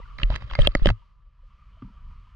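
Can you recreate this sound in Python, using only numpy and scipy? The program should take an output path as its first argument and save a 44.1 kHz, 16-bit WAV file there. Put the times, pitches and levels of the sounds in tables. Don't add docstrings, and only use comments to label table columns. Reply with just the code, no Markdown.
import sys
import numpy as np
from scipy import signal
from scipy.io import wavfile
from scipy.ndimage import uniform_filter1d

SR = 44100
rng = np.random.default_rng(int(sys.argv[2]) if len(sys.argv) > 2 else 0)


def persist_wave(psi):
    counts = np.round(np.clip(psi, -1, 1) * 32767).astype(np.int16)
    wavfile.write(sys.argv[1], SR, np.atleast_2d(counts).T)


def invert_db(level):
    return 10 ** (np.asarray(level, dtype=float) / 20)


N = 103635
SHORT, LONG = 2048, 16384

# centre_hz, width_hz, level_db
HULL_MODES = [(35, 15, 0), (52, 16, -16), (115, 35, -22), (185, 40, -33)]
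# time_s, level_db
HULL_SWELL = [
    (0, -5),
    (1.0, -5),
    (1.2, 1),
    (1.4, 2),
    (1.6, -3),
    (1.72, 1),
    (1.95, -4),
    (2.1, 4),
    (2.2, -1),
    (2.35, -4),
]
# centre_hz, width_hz, level_db
AIR_MODES = [(400, 250, -15), (620, 300, -17), (1000, 80, -8), (1180, 90, 0), (1330, 100, -7),
             (1650, 400, -12), (2300, 700, -9), (3000, 400, -11), (4300, 1200, -16), (6000, 2000, -28),
             (11000, 9000, -36)]
# time_s, gain_db
AUTO_GAIN = [
    (0, 0),
    (.8, -3),
    (.95, -6),
    (1.15, -15),
    (1.32, -17),
    (1.5, -10),
    (1.65, -8),
    (1.85, -6),
    (2.35, -6),
]
# time_s, gain_db
STEREO_WIDTH = [
    (0, 0),
    (.95, 0),
    (1.25, -14),
    (1.32, -30),
    (2.35, -30),
]
# start_s, peak_db, pitch_hz,
# t60_s
DRIPS = [(0, -42, 500, .012), (0, -46, 1150, .04), (.015, -48, 960, .04), (.028, -51, 2000, .03),
         (.055, -50, 1420, .04), (.301, -26, 620, .016), (.672, -17, 590, .018), (.75, -25, 580, .02),
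         (.899, -26, 640, .02), (.588, -20, 110, .08), (.44, -33, 115, .1), (1.9, -48, 200, .07),
         (1.82, -47, 1200, .04), (.552, -30, 2110, .04), (.588, -16, 573, .035), (.857, -19, 565, .025),
         (1.02, -58, 950, .07), (1.39, -64, 1000, .05), (1.432, -65, 530, .05), (1.51, -59, 1170, .08),
         (1.622, -55, 1190, .06), (1.77, -62, 650, .06), (1.78, -66, 3050, .06), (1.845, -58, 950, .05),
         (1.885, -57, 960, .05), (2.272, -56, 1000, .04)]
# time_s, level_db
RUB_FORCE = [(0, -80), (.175, -70), (.19, -42), (.285, -56), (.315, -41), (.365, -42), (.39, -57),
             (.425, -48), (.46, -60), (.53, -48), (.575, -52), (.6, -36), (.665, -41), (.68, -57),
             (.835, -56), (.855, -37), (.905, -39), (.935, -75), (2.35, -120)]
# start_s, peak_db, pitch_hz, t60_s, left_right_db
TICKS = [(.184, -35, 4100, .005, -1), (.199, -40, 4300, .005, 0), (.2325, -12, 2950, .007, 4),
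         (.672, -16, 4430, .004, 6), (.751, -28, 6500, .004, 4), (.233, -22, 1900, .012, 0),
         (.232, -50, 7900, .004, 4), (.315, -32, 950, .015, -2), (.323, -34, 900, .015, -2),
         (.34, -33, 2960, .008, 6), (.359, -28, 4000, .005, 0), (.36, -42, 8200, .004, 4),
         (.36, -33, 6200, .004, 0), (.499, -38, 3290, .01, 7), (.501, -36, 1500, .012, 0),
         (.511, -32, 3100, .005, 4), (.522, -40, 2600, .006, 4), (.534, -33, 2900, .007, 5),
         (.552, -28, 4600, .012, 0), (.607, -32, 3000, .025, 7), (.6135, -42, 8000, .0012, 10),
         (.618, -39, 8200, .0012, 10), (.6185, -20, 3240, .009, 7), (.635, -52, 9800, .002, 10),
         (.672, -3, 3180, .0042, 7), (.672, -28, 9000, .002, 18), (.672, -42, 14700, .002, 16),
         (.751, -18, 1290, .012, 0), (.752, -20, 296, .01, 0), (.751, -43, 8700, .003, 6),
         (.78, -42, 4000, .003, 2), (.791, -43, 4500, .003, 2), (.801, -46, 3700, .004, 5),
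         (.848, -32, 3000, .03, 5), (.858, -22, 330, .014, 1), (.868, -46, 9500, .002, 8),
         (.87, -15, 3160, .005, 7), (.873, -40, 7800, .002, 8), (.889, -46, 8500, .002, 8),
         (.857, -44, 8500, .002, 8)]
# start_s, peak_db, spot_pitch_hz, hollow_peak_db, left_right_db
TAPS = [(.185, -28, 1940, -48, -1), (.198, -30, 1310, -50, -2), (.216, -33, 1240, -50, -2),
        (.232, -18, 2800, -26, -.5), (.301, -30, 1000, -27, -3.5), (.341, -29, 1290, -40, 0),
        (.359, -20, 1920, -38, -2), (.42, -35, 1170, -40, -1.5), (.51, -29, 1160, -40, 0),
        (.534, -28, 1100, -44, 0), (.551, -20, 2110, -40, -1), (.589, -19, 1900, -15, 1),
        (.617, -34, 3240, -45, 4.5), (.672, -14, 3190, -13, 3), (.716, -50, 4400, -55, -2.5),
        (.7505, -9, 1900, -10, 0), (.767, -44, 4400, -55, 1), (.794, -37, 1460, -38, 2),
        (.828, -38, 3300, -45, 2), (.857, -15, 3200, -5.5, 0), (.87, -13, 1640, -26, -.5),
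        (.888, -15, 1530, -26, 3), (.901, -20, 915, -21, -2), (1.821, -43, 1180, -44, 0)]
# pitch_hz, level_db, t60_s, left_lead_rad
WALL_MODES = [(1290, -6, .011, .2), (1640, -6, .011, 2.), (2050, -3, .008, 4.3), (3140, -1, .006, 4.),
              (4500, -7, .005, 6.8), (6400, -17, .004, 11.8), (3800, -6, .005, 5.5), (2600, -5, .007, 4.1)]
# pitch_hz, level_db, t60_s
HOLLOW_MODES = [(571, 0, .028), (380, -3, .02), (265, -7, .022), (175, -7, .035), (760, -7, .014)]
# start_s, peak_db, pitch_hz, t60_s, direction (push +1, pull -1)
JOLTS = [(.231, -16, 80, .04, -1), (.239, -11, 37, .2, 1), (.301, -16, 55, .06, 1), (.44, -28, 50, .12, -1),
         (.525, -23, 32, .15, 1), (.588, -14, 60, .06, 1), (.597, -10, 30, .14, -1), (.655, -19, 45, .1, 1),
         (.685, -17, 36, .1, -1), (.754, -15, 30, .1, 1), (.79, -22, 40, .1, -1), (.82, -11, 24, .12, -1),
         (.862, -15, 60, .05, -1), (.873, -17, 190, .04, -1), (.875, -8, 40, .08, 1),
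         (.898, -10, 50, .06, -1), (.907, -18, 107, .11, -1), (1.822, -35, 255, .06, -1),
         (1.826, -37, 120, .1, 1), (1.848, -39, 190, .08, -1), (1.875, -51, 240, .06, -1)]

HOLLOW_LEAD_RAD, SPOT_LEAD_S = 1.1, .00008
WALL_FROM_HZ = 700


def curve(rows):
    return np.interp(np.arange(N) / SR, *np.array(rows).T)


def unit(x):
    return x / np.sqrt(np.mean(x ** 2))


def peak(x):
    return x / np.abs(x.mean(axis=0)).max()


def low(x, hz):
    return signal.sosfilt(signal.butter(4, min(hz, .45 * SR), fs=SR, output="sos"), x)


def high(x, hz):
    return signal.sosfilt(signal.butter(3, hz, "high", fs=SR, output="sos"), x)


def band(x, hz, width_hz):
    b, a = signal.iirpeak(hz, hz / width_hz * .65, fs=SR)
    return signal.lfilter(b, a, signal.lfilter(b, a, x))


def walk(rate_hz):
    hold = int(SR / rate_hz)
    steps = np.repeat(rng.standard_normal(SHORT), hold)[:N]
    return 1.3 * uniform_filter1d(uniform_filter1d(steps, hold), hold)


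def ring(hz, t60_s, lead_rad=0., size=SHORT):
    t = np.arange(size) / SR
    phase = 2 * np.pi * hz * t + np.array([[lead_rad], [0.]])
    return np.exp(-np.log(1000) * t / t60_s) * np.sin(phase)


def add(out, x, start_s):
    i = int(start_s * SR)
    out[:, i:i + x.shape[1]] += x[:, :N - i]


def sides(left_right_db):
    return invert_db(np.array([[left_right_db / 2], [-left_right_db / 2]]))


def lasting(hz, width_hz):
    x = rng.standard_normal((2, N))
    warmed_up = np.hstack([x[:, -LONG:], x])
    return unit(band(warmed_up, hz, width_hz)[:, LONG:])


def bed(modes, flicker_db, rate_hz):
    out = np.zeros((2, N))
    for hz, width_hz, db in modes:
        calm = min(1, (150 / width_hz) ** .4)
        out += invert_db(db + flicker_db * calm * walk(rate_hz)) * lasting(hz, width_hz)
    mid, side = unit(out)
    side = invert_db(-6) * side
    return np.array([mid + side, mid - side])


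def rumble():
    return invert_db(-36 + curve(HULL_SWELL)) * low(bed(HULL_MODES, flicker_db=2.5, rate_hz=9), 215)


def air():
    return invert_db(-57) * bed(AIR_MODES, flicker_db=3, rate_hz=22)


def drips():
    out, t = np.zeros((2, N)), np.arange(SHORT) / SR
    swell = 1 - np.exp(-t / .003)
    fade = np.cos(np.pi / 2 * t / t[-1])
    for start_s, db, hz, t60_s in DRIPS:
        add(out, invert_db(db) * peak(ring(hz, t60_s, .5) * swell * fade), start_s)
    return out


def rubbing():
    slips_per_s, edge_hz, hollow_db, shake_db = 4000, 4600, -6, 10
    happens = rng.random((2, N)) < slips_per_s / SR
    scatter = invert_db(2.5 * rng.exponential(size=(2, N)))
    slips = happens * rng.standard_normal((2, N)) * scatter
    slips = (slips[0] + .5 * slips[::-1]) * invert_db(2.5 * walk(60))

    def excited(body):
        return unit(low(signal.fftconvolve(body, slips, axes=1)[:, :N], edge_hz))

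    walls = sum(invert_db(db / 1.5) * ring(hz, t60_s, lead) for hz, db, t60_s, lead in WALL_MODES)
    walls = high(walls, WALL_FROM_HZ)
    hz, _, t60_s = HOLLOW_MODES[0]
    hollow = high(ring(hz, t60_s, HOLLOW_LEAD_RAD), 330)
    shake = unit(band(rng.standard_normal(N), 36, 30))
    shake = shake + .35 * unit(low(band(rng.standard_normal((2, N)), 110, 60), 170))
    rub = excited(walls) + invert_db(hollow_db) * excited(hollow) + invert_db(shake_db) * shake
    t = np.arange(N) / SR
    spray = sum(invert_db(db) * np.exp(-((t - centre_s) / .014) ** 2) for centre_s, db in ((.617, -60), (.872, -68)))
    return invert_db(curve(RUB_FORCE)) * rub + spray * unit(band(slips, 7500, 5000))


def ticks():
    rise_cycles = 1.5
    out, t = np.zeros((2, N)), np.arange(SHORT) / SR
    for start_s, db, hz, t60_s, pan_db in TICKS:
        rise = 1 - np.exp(-(t * hz / rise_cycles) ** 2)
        spot = ring(hz, t60_s, 2 * np.pi * hz * SPOT_LEAD_S) * rise
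        add(out, invert_db(db) * sides(pan_db) * spot / np.abs(spot).max(), start_s)
    return out


def taps():
    hard_s, softer_s_per_db = .0005, .00006
    tail_db, tail_s, push_s = -32, .006, .0008
    near_db_per_oct = 3.5
    spot_db, spot_t60_s = -1, .009
    edge_hz, duller_per_db = 5600, .05
    out, t = np.zeros((2, N)), np.arange(SHORT) / SR
    hollow = sum(invert_db(db) * ring(hz, t60_s, HOLLOW_LEAD_RAD) for hz, db, t60_s in HOLLOW_MODES)
    push = t * np.exp(-t / push_s * 3)
    hollow = peak(signal.fftconvolve(hollow, push[None]))
    for start_s, db, spot_hz, hollow_db, pan_db in TAPS:
        contact_s = hard_s - softer_s_per_db * db
        press = (t / contact_s) ** 2 * np.exp(1 - (t / contact_s) ** 2)
        tail = invert_db(tail_db) * np.exp(-t / tail_s)
        touch = ((press + tail) * rng.standard_normal(SHORT))[None]
        walls = np.zeros((2, SHORT))
        for hz, mode_db, t60_s, lead in WALL_MODES:
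            distance_db = near_db_per_oct * abs(np.log2(hz / spot_hz))
            walls += invert_db(mode_db + 1.5 * rng.standard_normal() - distance_db) * ring(hz, t60_s, lead)
        spot = ring(spot_hz, spot_t60_s, 2 * np.pi * spot_hz * SPOT_LEAD_S)
        body = peak(signal.fftconvolve(walls, touch))
        body = body + invert_db(spot_db) * peak(signal.fftconvolve(spot, touch))
        body = peak(high(low(body, edge_hz * invert_db(duller_per_db * db)), WALL_FROM_HZ))
        add(out, invert_db(db) * sides(pan_db) * body, start_s)
        add(out, invert_db(hollow_db) * sides(pan_db) * hollow, start_s + contact_s)
    return out


def jolts():
    out, t = np.zeros((2, N)), np.arange(LONG) / SR
    rise = 1 - np.exp(-t / .003)
    for start_s, db, hz, t60_s, direction in JOLTS:
        lead = invert_db(-8) * 2 * rng.standard_normal()
        swing = ring(hz, t60_s, lead, size=LONG) * rise
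        add(out, np.sign(direction) * invert_db(db) * peak(swing), start_s)
    return out


def squeak():
    snap_s, pitch_hz, level_db, swell_s, pan_db = .6715, 2760, -31, .009, -20
    t = np.arange(N) / SR - snap_s
    swell = np.exp(np.minimum(t, 0) / swell_s) * (t < 0) * invert_db(2 * walk(150))
    cycles = pitch_hz * np.cumsum(1 + .01 * walk(80)) / SR
    return invert_db(level_db) * sides(pan_db) * swell * np.sin(2 * np.pi * cycles)


def scene():
    surroundings = invert_db(curve(AUTO_GAIN)) * (rumble() + air())
    return surroundings + drips() + rubbing() + ticks() + taps() + jolts() + squeak()


def band_limit(x):
    return signal.sosfilt(signal.butter(12, 16430, fs=SR, output="sos"), x)


def record(dry):
    mid = (dry[0] + dry[1]) / 2
    side = (dry[0] - dry[1]) / 2 * invert_db(curve(STEREO_WIDTH))
    ports = np.array([mid + side, mid - side])
    return band_limit(np.tanh(ports * .8) / .8)


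dry = scene()
out = record(dry)
persist_wave(out)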